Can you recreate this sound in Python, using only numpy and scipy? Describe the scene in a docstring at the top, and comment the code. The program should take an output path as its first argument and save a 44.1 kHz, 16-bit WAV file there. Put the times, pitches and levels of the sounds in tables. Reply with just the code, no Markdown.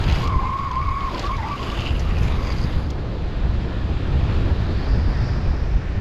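"""One first hears wind buffeting, the rasp of a glove on asphalt and snapping grit; the squeal of sliding wheels follows.
The squeal is stick-slip oscillation: two gliding tones with second harmonics, blurred by noise resonating at the same pitch.
The glove is shaped noise plus modes of its plastic puck struck by random grains; grit is short resonant bursts.
The longboard then rolls on with a hiss of filtered noise whose broad peak drifts, and a narrow drone.
The wind is low pressure lumps and a roar, both noise; a microphone response and a band limit shape the sum."""
import sys
import numpy as np
from scipy import signal
from scipy.fft import rfft, irfft
from scipy.io import wavfile
from scipy.ndimage import uniform_filter1d

SR = 44100
rng = np.random.default_rng(int(sys.argv[2]) if len(sys.argv) > 2 else 0)


def master_out(mix):
    """Clip the mix to full scale and print it as 16-bit PCM to the path in sys.argv[1]."""
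    frames = np.transpose(np.atleast_2d(mix))
    ceiling = np.clip(frames, -1, 1)
    pcm = np.round(ceiling * 32767).astype(np.int16)
    wavfile.write(sys.argv[1], SR, pcm)


N = 264952  # length in samples

# Long slide of the wheels, before catches and flutter:
# t/s, slip rate f/Hz, level/dB, second-harmonic setting/dB, roughness (0-1)
SLIDE_CURVE = [(.205, 1045, -37, -19, .5), (.235, 1065, -29, -26, .3), (.26, 1120, -27.5, -20, .45),
               (.33, 1075, -27, -15, .55), (.366, 1025, -28, -24, .3), (.4, 1070, -26.5, -22, .3),
               (.44, 1025, -28, -20, .45), (.485, 1050, -26, -16, .2), (.56, 1085, -25.5, -27, .12),
               (.63, 1110, -24.5, -20, .15), (.69, 1075, -26, -27, .25), (.72, 1030, -27, -27, .25),
               (.768, 1055, -26, -24, .18), (.83, 1118, -24.5, -18, .08), (.865, 1108, -25.5, -22, .22),
               (.92, 1085, -26.5, -17, .3), (.95, 1122, -26, -16, .12), (1.06, 1075, -27, -20, .3),
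               (1.15, 1025, -31, -24, .65), (1.2, 1000, -42, -18, 1.)]
# Moments when the wheels almost grip and the tone breaks up: t/s, dip in level/dB
CATCH_DIPS = [(.315, -7), (.415, -8), (.58, -5), (.645, -8), (.7, -14), (.846, -11), (1.005, -6), (1.1, -8),
              (1.128, -10)]
CATCH_HALF_S, ROUGHNESS_PER_DB = .008, .07  # half length/s; roughness gained for each dB of dip
# Short slips of one wheel or another, before flutter: start t/s, length/s, first f/Hz, last f/Hz,
# level/dB, second-harmonic setting/dB, roughness at the middle (0-1)
SHORT_SLIPS = [(.4, .07, 790, 900, -36.5, -13, .6), (1.234, .06, 1095, 1215, -29.5, -26, .08),
               (1.288, .03, 1070, 1035, -27, -25, .15), (1.312, .046, 1095, 1110, -26.5, -10, .05),
               (1.382, .03, 910, 895, -28.5, -14, .1), (1.372, .03, 1040, 980, -34, -8, .2),
               (1.425, .033, 990, 1000, -34, -5, .3), (1.43, .04, 865, 890, -30.5, -20, .1),
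               (1.465, .048, 940, 990, -30.5, -20, .5), (1.455, .035, 1070, 1170, -31.5, -18, .55),
               (1.507, .045, 1145, 1150, -26.5, -15, .05), (1.593, .04, 1065, 1090, -31.5, -26, .2),
               (1.657, .04, 1050, 1170, -35, -22, .9), (1.712, .028, 1120, 1160, -31.5, -27, .1),
               (1.77, .12, 1150, 1130, -42, -22, .8), (2.04, .1, 1170, 1140, -42, -14, .9),
               (2.17, .11, 1080, 1050, -45, -14, .9), (2.31, .13, 1085, 1110, -38, -17, .85),
               (2.44, .1, 1060, 1030, -40, -9, 1.)]
# Each slip swells and fades over this share of its length; its ends are weaker/dB and rougher
EDGE_SHARE, EDGE_DB, EDGE_ROUGHNESS = .18, -7, .15

# Glove on the asphalt, a hard first touch and the long drag:
# t/s, level/dB, ringing f/Hz, ringing level re rasp/dB, fizz level re rasp/dB
GLOVE_DRAG = [(0.0, -34, 2600, -17, -30), (0.1, -33.5, 2630, -12, -30), (0.14, -31.5, 3180, -11, -30),
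              (0.24, -31.5, 2730, -26, -31), (0.29, -42.5, 2200, -6.5, -33), (0.88, -44, 2090, -4, -42),
              (1.24, -35.5, 2550, -16, -22), (1.35, -40.5, 2330, -18, -28), (1.58, -38.5, 2780, -4, -32),
              (1.65, -34.5, 2880, -10, -18), (1.78, -36, 2840, -1.5, -20), (1.88, -38, 2800, 4, -23),
              (1.95, -39.5, 2770, -2.5, -12), (2.03, -39.5, 2660, -8, -15), (2.11, -40.5, 2700, -1, -21),
              (2.2, -41, 2560, -6.5, -8), (2.27, -36, 2350, -4, -14), (2.35, -40, 2240, -15, -22),
              (2.5, -36.5, 2210, -5, -21), (2.8, -42, 2200, -39, -15), (2.9, -59, 2170, -20, -8)]
# Spectrum of the rasp, relative: f/Hz, level per Hz/dB
RASP_SPECTRUM = [(300, -12.5), (900, 6.5), (2000, 0.5), (3500, -1), (5000, -8), (7000, -7), (10000, -12.5)]
# Upper modes of the glove's plastic puck, unpressed: f/Hz, width/Hz, relative level/dB
PUCK_MODES = [(4800, 300, 0), (6300, 400, -9)]
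# The puck pressed down, so that its upper modes sing: start t/s, length/s, level/dB
PUCK_PRESSES = [(0, .28, -52), (1.42, 0.52, -56), (2.39, 0.09, -50), (2.459, 0.076, -44.5),
                (2.562, 0.092, -45)]
PRESS_SAG, PRESS_SOFT_S, LIGHT_DB = 0.016, 0.009, -55  # share of pitch lost; edge/s; light-touch level/dB
# Spectrum of the fizz in scrape and roll, relative: f/Hz, level per Hz/dB
FIZZ_SPECTRUM = [(7000, -32), (9000, -4), (11000, 22.5), (13000, 3), (16000, -15)]

# Grit that snaps under glove and wheels: start t/s, level/dB, ring f/Hz, bright part re ring/dB
GRIT_SNAPS = [(0.038, -21.5, 2900, -20), (0.084, -21, 2400, -17), (0.097, -20.5, 2700, -15),
              (0.111, -23, 2800, -12), (0.123, -23, 3600, -6), (0.15, -28, 3380, -16),
              (0.2736, -28.5, 3220, 4.5), (0.5863, -30.5, 2820, -27), (0.7127, -30.5, 3100, -4),
              (0.889, -35, 3940, -24), (1.0045, -29.5, 3140, -23), (1.1452, -25.5, 3020, -24),
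              (1.179, -24.5, 2840, -13), (1.1935, -30.5, 4260, 8), (1.262, -29, 4160, -19),
              (1.27, -29, 2920, -21), (1.3384, -37, 2630, -7), (1.366, -37, 4330, 6),
              (1.629, -23.5, 2670, -18), (1.804, -24.5, 2900, -3), (1.854, -27, 2840, -4),
              (1.8746, -23, 3200, -14), (1.917, -37, 2750, -20), (1.994, -34, 2640, 9.5),
              (2.002, -34, 2640, 5), (2.183, -36.5, 2540, 8), (2.199, -33, 2550, -20),
              (2.2302, -37.5, 2540, 12), (2.276, -36, 2500, -2), (2.517, -31, 2850, -8),
              (2.903, -41.5, 3570, 16.5)]
TREBLE_DB, TREBLE_PER_BRIGHT = -15, .8  # thin treble re ring/dB, and its growth for each dB of brightness

# Wheels rolling: t/s, level/dB, hiss peak f/Hz, peak level/dB, fizz level/dB (both re level)
ROLLING = [(2.72, -54, 3730, 6, -21), (2.88, -52, 3710, -5.5, -14), (3.35, -43.5, 3750, -9.5, -37),
           (4.3, -38, 3290, -16.5, -25), (4.7, -42.5, 3960, -6, -20), (4.92, -40.5, 4850, -5.5, -25),
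           (5.07, -42, 4870, -8, -31), (5.28, -39, 5080, -5.5, -37), (5.42, -42.5, 5050, -7.5, -37),
           (5.6, -44.5, 5260, -6.5, -45), (5.98, -43, 5850, -18, -40)]
# Spectrum of the rolling hiss, relative: f/Hz, level per Hz/dB
ROLL_SPECTRUM = [(400, -23), (1000, -0.5), (1400, 4.5), (1800, -6), (2300, 3.5), (3600, -6.5), (5500, -17),
                 (8000, -17), (11000, -43)]
DRONE_HZ, DRONE_WIDTH_HZ, DRONE_DB = 1790, 330, -9  # narrow band in which the rolling wheels drone

# Wind on the microphone: t/s, buffet level/dB, roar level/dB
WIND_LEVELS = [(0.0, -20.5, -32), (0.08, -17.5, -29), (0.68, -28.5, -38.5), (1.08, -27, -37),
               (1.17, -32.5, -28), (1.33, -25, -36.5), (1.66, -29, -31.5), (1.95, -21, -32),
               (3.33, -25, -33), (3.51, -19.5, -33), (3.65, -26, -31), (3.81, -21.5, -34),
               (4.31, -20.5, -29.5), (5.28, -19, -31.5), (5.95, -22.5, -35.5), (5.98, -18, -37)]
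# Spectra of buffet and roar, relative: f/Hz, level per Hz/dB
BUFFET_SPECTRUM = [(12, -44.5), (22, -3), (55, 1.5), (100, -4.5), (160, -13), (260, -23.5), (600, -65)]
ROAR_SPECTRUM = [(80, -1.5), (170, -2), (300, -2), (600, -8.5), (1200, -16.5), (2200, -23), (5000, -31.5),
                 (14000, -47.5)]
# Faint sharp ticks, before the high-pass filter: t/s, impulse level/dB
TICK_TIMES = [(4.2894, -48), (5.1028, -44), (5.1074, -38), (5.2204, -39), (5.3684, -45), (5.7104, -48),
              (5.8944, -47)]
# Response of the microphone in its housing, with a notch: f/Hz, level/dB
MIC_RESPONSE = [(20, 2), (4900, 0), (5500, -4.5), (7400, -9.5), (8300, -17), (8850, -16.5), (9150, -28.5),
                (9450, -16), (10000, -13.5), (11500, -12), (12800, -15.5), (13400, -27.5), (13900, -40),
                (15000, -42)]
BAND_LIMIT_HZ = 15700


def wheels():
    """Stick-slip on a shared surface: every stretch of squeal follows the same random wander and noise."""
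    drift = [wander(rate_hz=13.0) for _ in range(2)]
    tremble = [wander(rate_hz=67.0) for _ in range(2)]
    hiss = rng.standard_normal(N)
    stretches = [slide(), *(slip(*row) for row in SHORT_SLIPS)]
    return sum(squeal(rows, drift, tremble, hiss) for rows in stretches)


def slide():
    """Intermittent grip: each catch lowers the level of the long slide and roughens its tone."""
    start, end = SLIDE_CURVE[0][0], SLIDE_CURVE[-1][0]
    t = np.arange(start, end, 1 / 500)
    s, *columns = np.transpose(SLIDE_CURVE)
    hz, db, second_db, rough = (np.interp(t, s, c) for c in columns)
    dip_db = sum(depth_db * np.exp(-((t - at) / CATCH_HALF_S) ** 2) for at, depth_db in CATCH_DIPS)
    return np.transpose([t, hz, db + dip_db, second_db, rough - ROUGHNESS_PER_DB * dip_db])


def slip(start, length, first_hz, last_hz, db, second_db, rough):
    """Transient friction: one short slip swells, glides in pitch and fades."""
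    share = np.array([0, EDGE_SHARE, 1 - EDGE_SHARE, 1])
    edge = np.array([1, 0, 0, 1])
    t = start + length * share
    hz = first_hz + (last_hz - first_hz) * share
    return np.transpose([t, hz, db + EDGE_DB * edge, second_db + 0 * edge, rough + EDGE_ROUGHNESS * edge])


def squeal(rows, drift, tremble, hiss):
    """Beating: two wheels stick and slip at nearly one rate; uneven asphalt blurs them into a fuzzy whistle."""
    window, columns = controls(rows)
    on = window > 0
    hz, db, second_db, rough = (c[on] for c in columns)
    rough = np.clip(rough, 0, 1)

    tone = 0
    for wheel_db, slow, fast in zip((0, -9), drift, tremble):
        wheel_hz = hz * (1 + .004 * slow[on] + .015 * fast[on])
        phase = 2 * np.pi * np.cumsum(wheel_hz) / SR
        # the sharpness of the slips flutters; reversed time gives a wander unlike that of the pitch
        sharpness_db = second_db - 3 + 7 * np.tanh(slow[::-1][on] + fast[on])
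        wave = np.cos(phase) + gain_of(sharpness_db) * np.cos(2 * phase)
        tone = tone + gain_of(wheel_db + 2. * fast[::-1][on]) * wave

    fuzz = 0
    for harmonic, harmonic_db in ((1, 0.0074), (2, second_db + 5)):
        band = resonate_twice(hiss[on], harmonic * hz, harmonic * 185)
        fuzz = fuzz + gain_of(harmonic_db) * evened(band)

    out = np.zeros(N)
    # roughness trades power between tone and fuzz
    out[on] = gain_of(db) * (np.sqrt(1 - rough) * evened(tone) + np.sqrt(rough) * fuzz)
    return window * out


def scrape():
    """Modal excitation: dense grains of asphalt rasp the puck, which rings at a gliding mode and two upper ones."""
    window, (db, ring_hz, ring_db, fizz_db) = controls(GLOVE_DRAG)
    press, bend = pressure()
    rasp = noise(RASP_SPECTRUM, patchy_db=2., flicker_db=1.3, size=256)

    strength = gain_of(5.3 * np.minimum(rng.exponential(1, N), 5))
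    struck = rng.random(N) < 3000 / SR  # 3000 grains a second on average
    grains = strength * struck * rng.choice([-1, 1], N)

    ring = evened(resonate_twice(grains, ring_hz, 600))
    upper = evened(sum(gain_of(mode_db) * resonate(grains, hz * bend, width)
                       for hz, width, mode_db in PUCK_MODES))
    fizz = noise(FIZZ_SPECTRUM, patchy_db=1.5, flicker_db=1.6, size=256)
    contact = gain_of(db) * (rasp + gain_of(ring_db) * ring + gain_of(fizz_db) * fizz)
    return window * (contact + press * upper)


def pressure():
    """Contact loading: each press raises the gain of the puck's upper modes while their pitch sags."""
    t = np.arange(N) / SR
    gain, bend = gain_of(LIGHT_DB), 1
    for start, length, db in PUCK_PRESSES:
        u = (t - start) / length  # 0 to 1 through the press
        on = np.clip(np.minimum(u, 1 - u) * length / PRESS_SOFT_S + .5, 0, 1)
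        gain = gain + gain_of(db) * on
        bend = bend + PRESS_SAG * (.5 - np.clip(u, 0, 1)) * on
    return gain, bend


def grit():
    """Impulsive excitation: each snap is a decaying noise burst with a low ring, a bright and a thin treble part."""
    size = 2000
    out, t = np.zeros(N + size), np.arange(size) / SR
    bursts = rng.standard_normal((len(GRIT_SNAPS), size))
    for (s, db, hz, bright_db), burst in zip(GRIT_SNAPS, bursts):
        # decay of 60 dB in 25 ms behind a soft onset
        fade = gain_of(db - 60 * t / 0.025) * (1 - np.exp(-t / 0.0016))
        ring = evened(resonate(resonate(burst, hz, 3400), hz, 1800))
        bright = evened(resonate_twice(burst, 5600, 3700))
        treble = evened(resonate_twice(burst, 12000, 4000))
        treble_db = TREBLE_DB + TREBLE_PER_BRIGHT * bright_db
        snap = ring + gain_of(bright_db) * bright + gain_of(treble_db) * treble
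        out[round(s * SR):][:size] += fade * snap
    return out[:N]


def roll():
    """Rolling noise: a smooth hiss of wheels, its broad peak drifting as the board moves around the microphone."""
    window, (db, peak_hz, peak_db, fizz_db) = controls(ROLLING)
    hiss = noise(ROLL_SPECTRUM, patchy_db=1.3, flicker_db=.4, size=512)
    # the echo off the road cancels a band below the peak
    hiss = hiss - 0.53 * resonate(hiss, 0.6 * peak_hz, 1200)
    drone = gain_of(DRONE_DB) * evened(resonate_twice(hiss, DRONE_HZ, DRONE_WIDTH_HZ))
    peak = evened(resonate_twice(rng.standard_normal(N), peak_hz, 1300))
    fizz = noise(FIZZ_SPECTRUM, patchy_db=1.3, flicker_db=.4, size=512)
    return window * gain_of(db) * (hiss + drone + gain_of(peak_db) * peak + gain_of(fizz_db) * fizz)


def wind():
    """Turbulent pressure: low lumps, deeper on the suction side, and the roar of air past the housing."""
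    _, (buffet_db, roar_db) = controls(WIND_LEVELS)
    lumps = noise(BUFFET_SPECTRUM, patchy_db=-1.3, flicker_db=0.93, size=2048)
    lumps = evened(lumps - 0.1 * (lumps ** 2 - 1))  # the square deepens the negative side
    roar = noise(ROAR_SPECTRUM, patchy_db=0.92, flicker_db=0.5, size=1024)
    return gain_of(buffet_db) * lumps + gain_of(roar_db) * roar


def ticks():
    """Impulses: single high-passed clicks, whose spectrum is even through the treble."""
    out = np.zeros(N)
    for s, db in TICK_TIMES:
        out[round(s * SR)] = gain_of(db)
    b, a = signal.butter(2, 6000, "high", fs=SR)
    return signal.lfilter(b, a, out)


def noise(tone, patchy_db, flicker_db, size):
    """Spectral synthesis: random short-time spectra with drifting patches and a flicker shared by all bands."""
    hop = size // 4
    frames, hz = N // hop + 5, np.fft.rfftfreq(size, 1 / SR)
    a, b, patches = rng.standard_normal((frames, len(hz), 3)).T
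    patches = uniform_filter1d(patches, size=size // 64, axis=0)  # smooth across frequency
    patches = evened(uniform_filter1d(patches, size=3000 // hop, axis=1))  # smooth across time
    flicker = evened(uniform_filter1d(rng.exponential(1, frames) - 1, size=3))
    level_db = read(tone, hz)[:, None] + patchy_db * patches + flicker_db * flicker
    spectra = (a + 1j * b) * gain_of(level_db)
    return evened(signal.istft(spectra, nperseg=size, noverlap=size - hop)[1][:N])


def resonate(x, hz, width):
    """Heterodyne resonance: shifts the curve hz down to zero, smooths, and shifts back with gain 1."""
    turn = np.exp(2j * np.pi * np.cumsum(hz * np.ones(len(x))) / SR)
    r = np.exp(-np.pi * width / SR)
    return 2 * (turn * signal.lfilter([1 - r], [1, -r], x / turn)).real


def resonate_twice(x, hz, width):
    """Cascaded resonance: two equal resonators in series give steeper skirts."""
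    return resonate(resonate(x, hz, width), hz, width)


def wander(rate_hz):
    """Low-passed chance: a smooth random curve of about rms 1, its variation weakening above rate_hz."""
    points, points_per_s = 4096, 600
    hz = np.fft.rfftfreq(points, 1 / points_per_s)
    slow = irfft(rfft(rng.standard_normal(points)) / (1 + (hz / rate_hz) ** 4))
    return np.interp(np.arange(N) * points_per_s / SR, np.arange(points), evened(slow))


def controls(rows):
    """Linear interpolation: columns at every sample, and a soft window that is open while the table lasts."""
    s, *columns = np.transpose(rows)
    t = np.arange(N) / SR
    within = (t >= s[0]) & (t <= s[-1] + .01)
    held_to_end = (s[-1] > 5.9) & (t > 5.9)  # a table that ends past 5.9 s stays open
    window = uniform_filter1d((within | held_to_end).astype(float), size=400)
    return window, [np.interp(t, s, c) for c in columns]


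def read(points, hz):
    """Logarithmic frequency scale: interpolates a spectrum along it."""
    f, value = np.transpose(points)
    return np.interp(np.log(hz + 1), np.log(f + 1), value)


def evened(x):
    """Power normalisation: scales to rms 1."""
    return x / np.sqrt(np.mean(x ** 2) + 1e-20)


def gain_of(db):
    """Level law: decibels to amplitude gain."""
    return 10 ** (np.asarray(db) / 20)


def scene():
    """Superposition: the pressures of all sources add at the one microphone."""
    return (wind() + wheels() + scrape() + roll() + grit())[None]


def record(dry):
    """Saturation and filtering: the capsule rounds crests and colours the sum; ticks join before the band limit."""
    rounded = .6 * np.tanh(dry / .6)
    hz = np.linspace(0, SR / 2, 513)
    response = signal.firwin2(1023, hz, gain_of(read(MIC_RESPONSE, hz)), fs=SR)
    coloured = signal.oaconvolve(rounded, response[None], "same")
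    band_limit = signal.firwin(511, BAND_LIMIT_HZ, window=("kaiser", 9), fs=SR)
    return signal.oaconvolve(coloured + ticks(), band_limit[None], "same")


dry = scene()
out = record(dry)
master_out(out)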